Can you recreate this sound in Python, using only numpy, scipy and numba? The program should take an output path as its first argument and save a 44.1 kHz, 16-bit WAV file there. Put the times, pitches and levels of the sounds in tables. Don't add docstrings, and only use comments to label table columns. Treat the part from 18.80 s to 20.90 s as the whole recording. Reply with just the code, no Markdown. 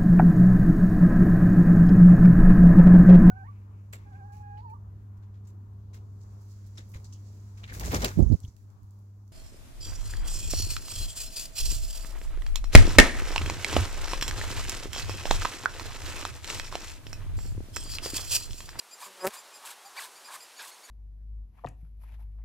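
import sys
import numpy as np
from scipy import signal
from scipy.fft import rfft, irfft
from scipy.io import wavfile
from scipy.ndimage import uniform_filter1d
from numba import njit

SR = 44100
rng = np.random.default_rng(int(sys.argv[2]) if len(sys.argv) > 2 else 0)


def gain_from_db(level_db):
    decades = np.asarray(level_db, float) / 20
    return 10 ** decades


def to_wav(sig):
    pcm = np.clip(np.atleast_2d(sig), -1, 1) * 32767
    pcm = np.round(pcm).astype(np.int16)
    wavfile.write(sys.argv[1], SR, pcm.T)


N = 92610
T = np.arange(N) / SR

# hz, level_db (per Hz)
LEAF_SPECTRUM = [(50, -38), (200, -18.5), (400, -6.5), (950, 0), (2100, -6.5), (4200, -7), (10600, -11),
                 (15600, -23)]
# start_s, level_db
BREEZE = [(0.0, -52.5), (0.13, -52.5), (0.39, -50), (0.61, -52), (1.34, -51), (2.1, -53)]

# start_s, length_s, pitch_hz, level_db, third_partial_db
CHEEPS = [(0.109, 0.044, 2500, -56.5, 3.5), (0.222, 0.042, 2470, -55, 1), (0.401, 0.041, 2530, -55, -1),
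          (.566, .042, 2470, -55, -1), (0.733, 0.043, 2500, -56, 2), (1.047, .036, 2420, -58, 0),
          (1.355, .035, 2380, -58.5, -1), (1.443, 0.044, 2470, -56.5, -2.5),
          (1.603, 0.042, 2490, -54.5, -1), (1.764, 0.034, 2300, -58.5, 4), (1.911, 0.041, 2205, -58, -4),
          (2.031, 0.036, 2300, -55.5, -0.5)]
# start_s, length_s, pitch_hz, level_db
FAR_NOTES = [(1.043, 0.046, 810, -51), (0.96, .04, 720, -62), (.975, 0.06, 3340, -63),
             (1.8, .018, 5200, -53)]
# delay_s, level_db
TRUNK_ECHOES = [(.009, -8), (.021, -13), (.038, -19), (.065, -23)]

# time_s, wingbeat_hz, level_db, edge_db (per octave)
FLY_PASS = [(0.261, 197, -56, -3), (.36, 186, -68, 0), (0.408, 184.6, -55, 5), (.431, 184.5, -42, 1),
            (.4405, 184.8, -35, 0), (0.447, 186, -27.5, 0), (0.466, 188, -28.5, -1), (0.478, 198, -33, -2),
            (.5, 220, -51, -2)]
# hz, level_db
WING_TONE = [(185, -13), (370, -2), (560, .1), (750, -8), (930, -6), (1600, -15), (2200, -26), (4000, -42)]
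# start_s, peak_db
BUMPS = [(.4489, -24), (.4544, -27), (.4695, -9), (.4746, -9.5), (.4785, -24), (.4832, -27), (.4877, -25)]
# mode_hz, level_db, t60_s
GRILLE_MODES = [(800, -6, .005), (1800, -5, .003), (2700, -4, .003), (3800, -7, .002), (5200, -2, .0018),
                (7000, -4, .0014), (8800, -2, .0016), (10800, 0, .002), (13000, -5, .0015)]

# start_s, peak_db
SNAGS = [(0.226, -33), (0.264, -42), (0.5475, -38), (0.8542, -37), (0.8755, -35), (0.9136, -37),
         (1.1818, -33), (1.1905, -35), (1.2234, -26), (1.228, -29), (1.2387, -34), (1.2463, -45),
         (1.546, -37), (1.795, -43), (1.8078, -42), (1.8173, -32), (1.85, -42)]

# time_s, pressure_db, slide_db (a faster blade hisses more against the drag)
STROKES = [
    [(0.18, -60, -5), (0.186, -53.5, -11), (0.216, -48, -1), (0.228, -41.5, -13.5), (0.256, -50.5, -5),
     (0.264, -48.5, -4), (0.285, -56, -4)],
    [(0.51, -49, -7), (0.52, -51, -12), (0.536, -45.5, -3.5), (0.574, -47, -5.5), (0.594, -62, -1.5),
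     (0.6, -57, -9), (0.605, -64, 4)],
    [(0.81, -64, -9), (0.842, -47, -14), (0.864, -47, -1), (0.886, -47.5, -3.5), (0.922, -53, 4),
     (0.932, -55, -1), (0.938, -63, 5)],
    [(1.15, -56, -20), (1.162, -46, -11), (1.184, -43, -8), (1.246, -47.5, 0.5), (1.274, -56.5, -2)],
    [(1.472, -59, -15), (1.494, -48, -20), (1.522, -45.5, -7), (1.562, -45.5, -7), (1.588, -64, 1)],
    [(1.788, -59, -8), (1.798, -45.5, -13), (1.818, -48.5, -3), (1.856, -49.5, -1), (1.892, -55.5, 1.5),
     (1.905, -61, 2)],
    [(2.082, -68, -2), (2.088, -51, -14), (2.1, -50.5, -11)],
]
# upper_rings_db, lowest_ring_hz, lean_db (change of upper rings start to end)
TENSION = [(-1, 1056, 0), (0.5, 1085, -4), (2.5, 1034, 10), (4, 1052, 2), (1, 1056, 0), (3, 1017, -12),
           (4, 1080, -3)]
# ratio, width_hz, level_db
HIDE_RINGS = [(1, 400, 0), (1.55, 650, -3.5), (2.15, 1100, -6), (3.3, 2200, -6)]
# hz, level_db (per Hz)
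EDGE_HISS = [(1500, -24.5), (2800, -4.5), (5700, -7.5), (7800, -1), (12500, -6), (15600, -16)]
# time_s, slip_hz, level_db
SQUEAK = [(1.162, 1150, -55), (1.168, 1750, -48), (1.173, 2290, -47.5), (1.186, 2330, -46),
          (1.192, 2050, -47), (1.198, 1550, -48), (1.204, 1250, -55)]
# time_s, slip_hz, level_db
CREAK = [(1.468, 1400, -65), (1.49, 1660, -53), (1.506, 1763, -55), (1.518, 1370, -57), (1.532, 980, -58),
         (1.54, 980, -49)]


def level(x, db):
    return x * gain_from_db(db) / np.sqrt(np.mean(x ** 2))


@njit
def svf(x, hz, width):
    y, band, low = np.empty(len(x)), 0., 0.
    for i in range(len(x)):
        g, k = np.tan(np.pi * hz[i] / SR), width / hz[i]
        v = (band + g * (x[i] - low)) / (1 + g * (g + k))
        band, low, y[i] = 2 * v - band, low + 2 * g * v, k * v
    return y


def svf_twice(x, hz, first_width, second_width):
    return svf(svf(x, hz, first_width), hz, second_width)


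def colour(x, table, size=2048):
    hz, db = np.array(table).T
    f = np.arange(size // 2 + 1) * SR / size
    cepstrum = irfft(np.interp(np.log(f + 1), np.log(hz), db) * np.log(10) / 20)
    cepstrum[1:size // 2] *= 2
    cepstrum[size // 2 + 1:] = 0
    return signal.fftconvolve(x, irfft(np.exp(rfft(cepstrum))))[:N]


def walk(rate_hz):
    k = int(SR / rate_hz)
    held = np.repeat(rng.standard_normal(N // 100), k)[:N]
    slewed = uniform_filter1d(uniform_filter1d(held, k), k)
    return slewed / slewed.std()


def grit():
    grain_db = 3.6 * np.minimum(rng.exponential(size=N), 4)
    return level(rng.standard_normal(N) * gain_from_db(grain_db), 0)


def swing(rows):
    s, hz, db = np.array(rows).T[:3]
    edge = np.clip(np.minimum(T - s[0], s[-1] - T) * 200, 0, 1)
    return np.cumsum(np.interp(T, s, hz)) / SR, gain_from_db(np.interp(T, s, db)) * edge


def far_leaves():
    air, swell = colour(rng.standard_normal(N), LEAF_SPECTRUM), walk(2.7)
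    spec, f = rfft(air), np.arange(N // 2 + 1) * SR / N
    out = 0
    for k in range(11):
        share = np.clip(1 - np.abs(np.log2(f / 20 + 1e-9) - k), 0, 1)
        flicker_db = 0.3 * swell + 0.8 * walk(8.03)
        out = out + irfft(spec * share, N) * gain_from_db(flicker_db)
    return level(out, -0.86) * gain_from_db(np.interp(T, *np.array(BREEZE).T))


def birds():
    rise, fall, top_at = .085, .06, .35
    sharpen_db = 6
    out, flutter, waver = np.zeros(N), [walk(220) for _ in range(5)], walk(200)
    for s, length, hz, db, third_db in CHEEPS:
        i = slice(int(s * SR), int((s + length) * SR))
        u = (T[i] - s) / length
        before_top = rise * (1 - u / top_at) ** 2
        after_top = fall * ((u - top_at) / (1 - top_at)) ** 2
        sag = np.where(u < top_at, before_top, after_top)
        phase = 2 * np.pi * np.cumsum(hz * (1 - sag + .01 * waver[i])) / SR
        swell = np.sin(np.pi * np.clip(u, 0, 1)) ** 0.34
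        for k, part_db in enumerate([-11, 0, third_db, -7, -10]):
            tilt_db = sharpen_db * (min(k, 2) - 1.5) * (2 * u - 1)
            gain = gain_from_db(db + 3.5 + part_db + tilt_db + 2.8 * flutter[k][i])
            out[i] += gain * swell * np.sin((k + 1) * phase)
    for s, length, hz, db in FAR_NOTES:
        u = np.clip((T - s) / length, 0, 1)
        phase = 2 * np.pi * np.cumsum(hz * (1 - .05 * (1 - u) ** 2)) / SR
        out += gain_from_db(db + 1) * np.sin(np.pi * u) * np.sin(phase)
    echoes = sum(gain_from_db(db) * np.pad(out, (int(s * SR), 0))[:N] for s, db in TRUNK_ECHOES)
    return out + echoes


def grille_bumps():
    out, t = np.zeros(N), np.arange(1024) / SR
    for (s, db), chance in zip(BUMPS, rng.standard_normal((len(BUMPS), len(GRILLE_MODES)))):
        tick = 0
        for (hz, mode_db, t60), c in zip(GRILLE_MODES, chance):
            ring = np.sin(2 * np.pi * hz * (1 + 0.093 * c) * t)
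            tick = tick + gain_from_db(mode_db + 2 * c) * ring * gain_from_db(-60 * t / t60)
        start = int(s * SR)
        out[start:start + len(t)] += gain_from_db(db) * tick / np.abs(tick).max()
    return out


def fly():
    turn, gain = swing(FLY_PASS)
    turn = turn - turn[int(.4492 * SR)]
    s, wingbeat_hz, _, edge_db = np.array(FLY_PASS).T
    wing_hz, wing_db = np.array(WING_TONE).T
    beats = 0
    for k in range(1, 20):
        db = np.interp(np.log(k * np.interp(T, s, wingbeat_hz)), np.log(wing_hz), wing_db)
        db = db + np.interp(T, s, edge_db) * np.log2(k / 2)
        strength = gain_from_db(db + 1.8 * walk(87.2))
        wobble_rad = .26 * np.sqrt(k) * walk(90.0)
        beats = beats - strength * np.cos(2 * np.pi * k * turn + wobble_rad)
    whirr = colour(rng.standard_normal(N), [(80, -36)] + WING_TONE) * (1 + np.cos(2 * np.pi * turn))
    rasp_hz, rasp_width_hz = 9000 * np.exp(.08 * walk(370)), 4500
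    gate = np.exp(-((2 * turn + 0.042) % 1) / .27)
    rasp = gate * gain_from_db(2.1 * walk(420)) * svf_twice(grit(), rasp_hz, 1. * rasp_width_hz, 2. * rasp_width_hz)
    return gain * (level(beats, 0) + level(whirr, -12) + level(rasp, -14.5))


def snags():
    out, t = np.zeros(N), np.arange(512) / SR
    for (s, db), chance in zip(SNAGS, rng.standard_normal((len(SNAGS), 4))):
        hz = np.clip(3500 * np.exp(.6 * chance), 900, 13000)
        tick = np.sin(2 * np.pi * hz[:, None] * t).sum(axis=0) * gain_from_db(-60 * t / .002)
        start = int(s * SR)
        out[start:start + len(t)] += gain_from_db(db - 3) * tick / np.abs(tick).max()
    return signal.sosfilt(signal.butter(2, 700, "high", fs=SR, output="sos"), out)


def squeak_and_creak():
    turn, gain = swing(SQUEAK)
    phase = 2 * np.pi * turn + .33 * walk(400)
    first = gain_from_db(3.7 * walk(300) + 3.5) * np.sin(phase + 0.45 * walk(400))
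    second = gain_from_db(.6 + walk(300)) * np.sin(2 * phase)
    squeak = gain * (first + second) * np.sqrt(2)
    turn, gain = swing(CREAK)
    creak = gain * gain_from_db(3.0 * walk(200)) * np.sin(2 * np.pi * turn + 1.2 * walk(300)) * np.sqrt(2)
    return squeak + creak


def knife():
    fade_s, judder_hz = 0.019, 130
    gain, slide_db, upper_db, ring_hz = np.zeros(N), np.zeros(N), np.zeros(N), np.full(N, 1000.)
    for rows, (stroke_upper_db, hz, lean_db) in zip(STROKES, TENSION):
        s, pressure_db, fast_db = np.array(rows).T
        edge = np.clip(np.minimum(T - s[0], s[-1] - T) / fade_s + 1, 0, 1) ** 2
        on = edge > 0
        gain += edge * gain_from_db(np.interp(T, s, pressure_db))
        slide_db += on * np.interp(T, s, fast_db)
        along = (T - s[0]) / (s[-1] - s[0]) - .5
        upper_db[on] = (stroke_upper_db + lean_db * along)[on]
        ring_hz[on] = hz
    upper_db = upper_db + 0.07 * slide_db
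    slips, drag = grit(), 0
    for k, (ratio, width_hz, db) in enumerate(HIDE_RINGS):
        hz = ring_hz * ratio * np.exp(.04 * walk(40))
        ring_db = db + (k > 0) * upper_db + 1.8 * walk(judder_hz)
        drag = drag + gain_from_db(ring_db) * level(svf_twice(slips, hz, 1. * width_hz, 1. * width_hz), 0)
    hiss = level(colour(grit(), EDGE_HISS), 3.5) * gain_from_db(slide_db + 1.6 * walk(judder_hz))
    return gain * (drag * gain_from_db(-2) + hiss)


def scene():
    mix = far_leaves() + birds() + fly() + grille_bumps() + snags() + squeak_and_creak() + knife()
    return np.tile(mix, (2, 1))


def top_cut(x):
    return signal.sosfilt(signal.butter(12, 15790, fs=SR, output="sos"), x)


def record(dry):
    cut = signal.sosfilt(signal.ellip(10, .2, 80, 15650, fs=SR, output="sos"), dry)
    cut = signal.sosfilt(signal.butter(2, 65, "high", fs=SR, output="sos"), cut)
    return top_cut(cut)


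dry = scene()
out = record(dry)
to_wav(out)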